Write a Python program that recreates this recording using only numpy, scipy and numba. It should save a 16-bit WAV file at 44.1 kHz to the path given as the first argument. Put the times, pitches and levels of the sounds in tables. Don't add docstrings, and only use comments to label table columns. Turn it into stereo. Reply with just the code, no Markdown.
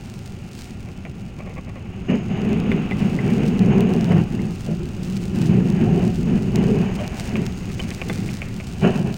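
import sys
import numpy as np
from scipy import signal
from scipy.fft import rfft, irfft
from scipy.io import wavfile
from scipy.ndimage import uniform_filter1d, map_coordinates
from numba import njit

SR = 44100
rng = np.random.default_rng(int(sys.argv[2]) if len(sys.argv) > 2 else 0)


def master(y):
    cut = np.clip(np.atleast_2d(y).T, -1, 1)
    pcm = np.round(cut * 32767)
    wavfile.write(sys.argv[1], SR, pcm.astype(np.int16))


N = 404397
TIME = np.arange(N) / SR

# start t/s, hold/s, boom level/dB, rush level/dB
SURGES = [(1.145, 0.046, -32, -58), (2.08, 0.069, -15, -35.5), (2.28, 0.26, -23.5, -38.5),
          (2.4, 0.22, -22, -52), (2.65, 0.13, -18, -41), (2.99, 0.081, -17, -37.5),
          (3.11, 0.14, -19.5, -41.5), (3.21, 0.36, -16.5, -38.5), (3.58, 0.24, -12.5, -33.5),
          (3.83, 0.28, -16.5, -36), (4.095, .11, -13, -35.5), (4.29, 0.192, -21, -43),
          (4.66, 0.063, -20, -44), (4.79, 0.04, -23, -53), (4.98, 0.38, -24.5, -51),
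          (5.335, 0.13, -16.5, -39.5), (5.475, 0.13, -12, -35), (5.63, 0.19, -16.5, -39),
          (5.78, 0.3, -14.5, -37), (6.16, 0.076, -19.5, -46), (6.255, 0.11, -14.5, -39),
          (6.4, 0.22, -20.5, -43.5), (6.52, 0.29, -15, -36), (6.79, 0.19, -23.5, -35.5),
          (6.97, 0.347, -37, -39), (7.32, 0.1, -18.5, -40), (8.04, 0.25, -25, -48),
          (8.805, 0.079, -15.5, -26.5), (8.93, 0.087, -19, -35.5), (9.04, 0.041, -16.5, -35)]
# t/s, murmur level/dB, rush level/dB
CURRENT = [(0, -35, -51.5), (1.8, -36, -51.5), (2.6, -22, -41), (4.6, -30.5, -50.5), (7.6, -29.5, -46),
           (8.7, -31.5, -48), (9.17, -35.5, -41.5)]
# f/Hz, level/dB
BOOM_SPECTRUM = [(40, -38.5), (90, -24), (115, -7.5), (155, -5), (186, 1.5), (215, -3.5), (262, -10.5),
                 (300, -22), (335, -14.5), (368, -12), (425, -16.5), (490, -27), (600, -35), (1000, -72.5),
                 (9000, -120)]
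# t/s, peak f/Hz
BOOM_PITCH = [(2.7, 195.9), (3.7, 188.9), (4.5, 171.3), (5.5, 173.8), (6.65, 191.5), (7.4, 183.9)]
# f/Hz, level/dB
RUSH_SPECTRUM = [(250, -9.5), (520, -1), (735, 3.5), (900, -1.5), (1250, -9), (1420, -7.5), (1950, -5),
                 (2550, -3.5), (2980, -5), (3250, -20), (5800, -36.5), (6650, -20), (7500, -68)]
# t/s, centre f/Hz, gain/dB
HOLLOW = [(2.1, 1370, -4.5), (3.2, 1460, 1.5), (4, 2230, -6), (6.8, 2130, -3), (8.5, 2020, 7.5),
          (8.8, 2080, -12)]
# t/s, length/s, level/dB
SLAPS = [(2.083, 0.084, -19), (4.108, 0.044, -21), (4.165, 0.022, -22.5), (8.828, 0.085, -13.5)]
# f/Hz, level/dB
SLAP_SPECTRUM = [(50, -14), (120, -22), (180, 10.5), (290, -8.5), (380, 3), (540, -7.5), (640, -8.5),
                 (850, -22.5), (1350, -18), (2000, -23.5), (2900, -17.5), (3600, -62), (12000, -99)]
# t/s, level/dB
THUMPS = [(4.165, -14), (8.849, -4.5)]
# t/s, length/s, level/dB, f/Hz
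GURGLES = [(2.354, 0.51, -30.5, 400), (3.643, 0.48, -24, 365), (3.66, 0.57, -45, 740),
           (4.072, 0.21, -26.5, 694), (4.657, 0.12, -31, 610), (5.82, 0.35, -26.5, 700),
           (6.554, 0.47, -28, 397), (8.832, 0.14, -25, 640), (8.93, 0.23, -33, 656.8)]
# f/Hz, level/dB
GURGLE_SPECTRUM = [(250, -28), (410, 11.5), (545, 0.5), (625, -2.5), (735, 2.5), (880, -11), (1100, -8.5),
                   (1600, -41), (9000, -95)]
# t/s, level/dB, f/Hz, bounce delay/s, case ring re knock/dB
CLACKS = [(1.052, -24, 2240, 0.011, -28), (2.717, -13.5, 2080, .006, -15), (2.911, -15.5, 2260, .009, -20),
          (3.189, -21, 2100, 0.014, -24), (7.356, -14.5, 2440, .011, -23), (7.701, -26, 2060, 0.014, -26),
          (7.7946, -18.5, 2380, .004, -16), (7.9136, -19.5, 2390, 0.0069, -26),
          (8.0157, -12.5, 2450, 0.005, -25), (8.0975, -14.5, 2030, .0027, -11.5),
          (8.289, -21.5, 2340, .0037, -24), (8.4183, -15.5, 2400, 0.0092, -23),
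          (8.601, -19.5, 2320, .0089, -26)]
# f/Hz, level/dB, t60/s
SHELL_MODES = [(480, 2.5, 0.03), (1550, 2, 0.033), (2550, -13, 0.023), (3470, -2.5, 0.04)]
# t/s, level/dB, left minus right/dB
TICKS = [(0.591, -25, -13), (2.418, -23, -4), (2.531, -26, -4), (2.6015, -23, -10), (3.3067, -26, -2),
         (3.593, -19.5, 10), (3.8067, -13, -5), (3.9373, -23, -9), (4.0103, -17.5, -10), (4.0444, -16.5, 3),
         (4.1214, -24, 12), (4.6077, -21.5, -4), (5.167, -21.5, -7), (5.4245, -23, -2), (5.4588, -23, 2),
         (5.702, -22, 6), (6.5587, -15, -13), (6.957, -22, -5), (7.078, -20, 15), (7.1981, -12.5, -4),
         (7.4653, -12.5, -4), (7.9055, -15, -1), (7.948, -19, 3), (8.0868, -22.5, -9), (8.1302, -15, -3),
         (8.3336, -23, -2), (8.7259, -24, -5), (9.1423, -19.5, 12)]
# t/s, level/dB
SAND_LEVEL = [(0, -51), (.9, -56.5), (2.1, -59.5), (2.5, -55), (4.8, -52), (6.9, -50), (9.17, -48.5)]
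# start t/s, hold/s, level/dB
FLURRIES = [(.52, 0.13, -49), (2.93, 0.62, -50), (3.89, 0.27, -52), (4.38, 0.27, -53.5), (5.0, 0.22, -48.5),
            (5.33, 0.16, -46.5), (5.92, 0.29, -51.5), (7.14, 0.13, -44), (7.67, 0.46, -50.5),
            (8.05, 0.3, -46), (8.77, 0.11, -51)]
# f/Hz, level/dB
SAND_SPECTRUM = [(500, -21.5), (1500, 1.5), (3000, 2.5), (4700, 4.5), (6500, 1.5), (8500, -1),
                 (10500, -7.5), (12000, -23), (13300, -8.5), (15700, -7)]
# t/s, length/s, level/dB
SCRAPES = [(.85, 0.069, -43), (1.049, .033, -38.5), (1.383, 0.059, -38), (1.446, .1, -38),
           (1.557, 0.053, -35), (1.67, 0.051, -39), (1.75, 0.046, -38.5), (1.853, 0.022, -40.5)]
# f/Hz, level/dB
GRAVEL_SPECTRUM = [(200, 0), (560, 5), (780, 2), (950, -9), (1120, 3), (1330, -15.5), (1800, -10),
                   (2270, -1), (2600, -6), (2900, -20), (4200, -31), (12000, -72)]
# t/s, level/dB, f/Hz, t60/s
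BUBBLES = [(2.717, -30, 2100, .05), (2.918, -22, 2030, 0.047), (3.187, -25, 2034, 0.055),
           (4.1175, -21, 2050, 0.032), (4.392, -27, 2090, 0.028), (6.988, -23.5, 3140, 0.033),
           (6.997, -25, 590, 0.2), (7.799, -19, 3020, 0.028), (8.098, -14.5, 2040, 0.029)]
# f/Hz, level/dB
MURMUR_SPECTRUM = [(60, -18), (120, -7.5), (185, 0.5), (240, -6.5), (310, -15.5), (370, -11.5), (480, -24),
                   (545, -23.5), (650, -31.5), (780, -25.5), (950, -35), (1180, -31), (1480, -33.5),
                   (1850, -40), (2700, -29.5), (3400, -42), (9000, -88.5)]
# t/s, level/dB
RUMBLE_LEVEL = [(0, -38), (1.3, -37), (2.1, -33.5), (3.9, -31.5), (4.75, -32.5), (5.6, -30), (6.7, -27.5),
                (7.5, -31), (9.17, -32)]
# f/Hz, level/dB
RUMBLE_SPECTRUM = [(12, -2), (30, 1.5), (47, -1.5), (61, 6.5), (85, 4), (115, 7.5), (150, -2.5), (300, -41),
                   (9000, -110)]
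# t/s, level/dB
HISS_LEVEL = [(2.02, -65), (2.11, -50.5), (2.24, -57.5), (5, -60.5), (7.75, -52.5), (9.17, -63)]
# f/Hz, level/dB
HISS_SPECTRUM = [(3800, -30), (4950, -1), (5800, -19), (6450, 4.5), (6800, 2), (7350, -21), (9000, -50)]
# f/Hz, level/dB
WHINE = [(1394, -64)]
# f/Hz, side minus mid/dB
WALL_FLEX = [(200, -33), (380, -17.5), (650, -4.5), (1300, 0), (1900, 1.5), (2700, -9.5), (4000, -8)]
# f/Hz, left minus right/dB
PORT_BALANCE = [(110, -1.5), (200, -2), (380, -.5), (700, 3.5), (1290, -2.5), (2380, 1.7), (4400, -2)]

SURGE_ATTACK_S, BOOM_FALL_DB_PER_S, RUSH_FALL_DB_PER_S = 0.014, 189.5, 192
EDDIES_PER_S, BOOM_EDDY_DB, RUSH_EDDY_DB = 28, -0.35, 1.55
FLURRY_ATTACK_S, FLURRY_FALL_DB_PER_S = 0.025, 129
ATTACK_PER_HOLD = 0.068


def boom(steadiness=0.82, smooth_s=0.07, gain_db=-1.5, wander=0.028):
    peak_hz = max(BOOM_SPECTRUM, key=lambda point: point[1])[0]
    speed = np.interp(TIME, *np.transpose(BOOM_PITCH)) / peak_hz * (1 + wander * walk(rate=16))
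    resonance = colour(rng.standard_normal(N), BOOM_SPECTRUM)
    ring = unit(map_coordinates(resonance, [np.cumsum(speed)], mode="mirror"))
    power = uniform_filter1d(ring ** 2, int(smooth_s * SR)) + 1e-9
    even_ring = unit(ring / power ** (steadiness / 2))
    push = gusts(SURGES, SURGE_ATTACK_S, BOOM_FALL_DB_PER_S, column=2)
    return even_ring * push * undb(gain_db + BOOM_EDDY_DB * walk(EDDIES_PER_S))


def rush(gain_db=-0.28):
    scour = unit(colour(grains(rate=5000, spread_db=1.5, limit_db=18), RUSH_SPECTRUM))
    surges = gusts(SURGES, SURGE_ATTACK_S, RUSH_FALL_DB_PER_S, column=3)
    push = np.hypot(drift(CURRENT, column=2), surges)
    return scour * push * undb(gain_db + RUSH_EDDY_DB * walk(EDDIES_PER_S))


def hollow(x, width_hz=600.0):
    times, centres_hz, _ = np.transpose(HOLLOW)
    vowel = band(x, np.interp(TIME, times, centres_hz), width_hz)
    return x - (1 - drift(HOLLOW, column=2)) * vowel


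def slaps():
    return noise(SLAP_SPECTRUM) * swells(SLAPS, rise=0.59)


def thumps():
    blows = np.zeros(N)
    for s, db in THUMPS:
        blows[int(s * SR)] = undb(db)
    return strike(blows, SLAP_SPECTRUM)


def gurgles(width_hz=80.0, body_db=-11):
    gulps = unit(colour(grains(rate=880, spread_db=1.5, limit_db=15), GURGLE_SPECTRUM))
    wander = 1 + 0.044 * walk(rate=14)
    out = np.zeros(N)
    for s, length, db, hz in GURGLES:
        eddy = undb(body_db) * gulps + band(gulps, hz * wander, width_hz)
        out += eddy * swells([(s, length, db)], rise=0.56)
    return out * undb(2 * walk(rate=37))


def clacks(contact_s=0.0006, bounce_db=-6, grit_db=-13, grit_t60_s=0.059, gain_db=-2, pan_db=4):
    def contact(age, hz):
        return (age / contact_s * np.exp(1 - age / contact_s)) ** 2 * np.sin(2 * np.pi * hz * age)
    knocks, grit = np.zeros(N), np.zeros(N)
    t = np.arange(SR // 10) / SR
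    shell = sum(undb(db - 60 * t / t60) * np.sin(2 * np.pi * hz * t) for hz, db, t60 in SHELL_MODES)
    for s, db, hz, bounce_s, shell_db in CLACKS:
        bounce = undb(bounce_db) * contact(np.maximum(t - bounce_s, 0), hz)
        knock = contact(t, hz) + bounce + undb(shell_db) * shell
        add(knocks, s, undb(db + gain_db) * knock)
        add(grit, s, undb(db + grit_db - 60 * t / grit_t60_s))
    return pan(knocks + grit * noise(GRAVEL_SPECTRUM), pan_db)


def ticks(gain_db=2, lag_s=0.00012, skid_db=-21, skid_t60_s=0.0096):
    hits = np.zeros((2, N))
    t = np.arange(SR // 100) / SR
    for s, db, pan_db in TICKS:
        for port, sign in zip(hits, (1, -1)):
            skid = undb(skid_db - 60 * t / skid_t60_s) * rng.standard_normal(len(t))
            snap = signal.unit_impulse(len(t)) + skid
            add(port, s + lag_s * rng.random(), undb(db + sign * pan_db / 2) * snap)
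    return strike(hits, SAND_SPECTRUM) * undb(gain_db)


def sand(coarse_db=0.53):
    def port():
        silt = unit(grains(rate=6000, spread_db=4, limit_db=17))
        coarse = unit(grains(rate=130, spread_db=7, limit_db=18))
        return colour(silt + undb(coarse_db) * coarse, SAND_SPECTRUM) * undb(2 * walk(rate=140))
    filter_gain = np.linalg.norm(colour(signal.unit_impulse(N), SAND_SPECTRUM))
    flurries = gusts(FLURRIES, FLURRY_ATTACK_S, FLURRY_FALL_DB_PER_S, column=2)
    amount = np.hypot(drift(SAND_LEVEL, column=1), flurries)
    return np.array([port(), port()]) / filter_gain * amount * undb(0.49 * walk(rate=33))


def scrapes():
    knocks = grains(rate=1100, spread_db=3, limit_db=13)
    return unit(colour(knocks, GRAVEL_SPECTRUM)) * swells(SCRAPES, rise=0.7)


def bubbles(glide=0.3, pan_db=1.5, burst_db=-10, burst_t60_s=0.084, wobble_db=4, attack_s=0.0032):
    ring, burst = np.zeros(N), np.zeros(N)
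    t = np.arange(SR // 8) / SR
    for s, db, hz, t60 in BUBBLES:
        envelope = np.minimum(t / attack_s, 1) * undb(db - 60 * t / t60)
        add(ring, s, envelope * np.sin(2 * np.pi * hz * t * (1 + glide * t)))
        add(burst, s, undb(db + burst_db - 60 * t / burst_t60_s))
    ring *= undb(wobble_db * walk(rate=220))
    return pan(ring + burst * noise(GRAVEL_SPECTRUM), pan_db)


def murmur():
    return noise(MURMUR_SPECTRUM) * drift(CURRENT, column=1)


def rumble():
    return noise(RUMBLE_SPECTRUM) * drift(RUMBLE_LEVEL, column=1)


def hiss(waver_db=1):
    return noise(HISS_SPECTRUM, (2, N)) * drift(HISS_LEVEL, column=1) * undb(waver_db * walk(rate=15))


def whine():
    return sum(undb(db) * np.sqrt(2) * np.sin(2 * np.pi * hz * TIME) for hz, db in WHINE)


def walls(source):
    mid, side = source(), colour(source(), WALL_FLEX)
    return np.array([colour(mid + sign * side, [(hz, sign * db / 2) for hz, db in PORT_BALANCE])
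                     for sign in (1, -1)])


def undb(db):
    return 10 ** (np.asarray(db) / 20)


def unit(x):
    return x / np.sqrt(np.mean(x ** 2))


def add(track, s, sound):
    i = int(s * SR)
    track[i:i + len(sound)] += sound[:N - i]


def pan(x, db):
    return x * undb(np.array([[db], [-db]]) / 2)


def colour(x, points, size=2 ** 15):
    hz, db = np.transpose(points)
    bins_hz = np.arange(size // 2 + 1) * SR / size
    log_gain = np.log(undb(np.interp(np.log(bins_hz + 1), np.log(hz), db)))
    cepstrum = irfft(log_gain)[:size // 2]
    cepstrum[1:] *= 2
    response = irfft(np.exp(rfft(cepstrum, size)))[:size // 2]
    return signal.oaconvolve(x, np.array(response, ndmin=x.ndim), axes=-1)[..., :N]


def noise(spectrum, shape=N):
    return unit(colour(rng.standard_normal(shape), spectrum))


def strike(blows, spectrum):
    return colour(blows, spectrum) / np.abs(colour(signal.unit_impulse(N), spectrum)).max()


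@njit
def band(x, hz, width_hz):
    y, band_state, low_state = np.empty(len(x)), 0., 0.
    for i in range(len(x)):
        g, damping = np.tan(np.pi * hz[i] / SR), width_hz / hz[i]
        passed = (band_state + g * (x[i] - low_state)) / (1 + g * (g + damping))
        band_state = 2 * passed - band_state
        low_state += 2 * g * passed
        y[i] = damping * passed
    return y


def walk(rate):
    hold = max(int(SR / rate), 2)
    steps = np.repeat(rng.standard_normal(N // hold + 1), hold)
    return unit(uniform_filter1d(uniform_filter1d(steps, hold), hold)[:N])


def grains(rate, spread_db, limit_db):
    size_db = np.minimum(spread_db * rng.exponential(size=N), limit_db)
    return (rng.random(N) < rate / SR) * rng.choice([-1, 1], N) * undb(size_db)


def swells(table, rise):
    gain = np.zeros(N)
    for s, length, db in table:
        inside = (TIME > s) & (TIME < s + length)
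        gain[inside] += undb(db) * np.sin(np.pi * ((TIME[inside] - s) / length) ** rise)
    return gain


def drift(table, column):
    rows = np.array(table)
    return undb(np.interp(TIME, rows[:, 0], rows[:, column]))


def gusts(table, attack_s, fall_db_per_s, column):
    power = np.zeros(N)
    age = TIME[:SR * 3 // 2]
    for row in table:
        start_s, hold_s = row[:2]
        onset = np.minimum(age / (attack_s + ATTACK_PER_HOLD * hold_s), 1)
        level_db = row[column] - fall_db_per_s * np.maximum(age - hold_s, 0)
        add(power, start_s, (onset * undb(level_db)) ** 2)
    return np.sqrt(power)


def scene():
    def water():
        return rumble() + murmur() + boom() + hollow(rush() + slaps() + thumps()) + gurgles() + scrapes()
    return walls(water) + clacks() + bubbles() + sand() + ticks() + hiss() + whine()


def record(dry):
    top_hz = 15950
    return signal.sosfilt(signal.ellip(10, 0.2, 80, top_hz, fs=SR, output="sos"), dry)


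dry = scene()
out = record(dry)
master(out)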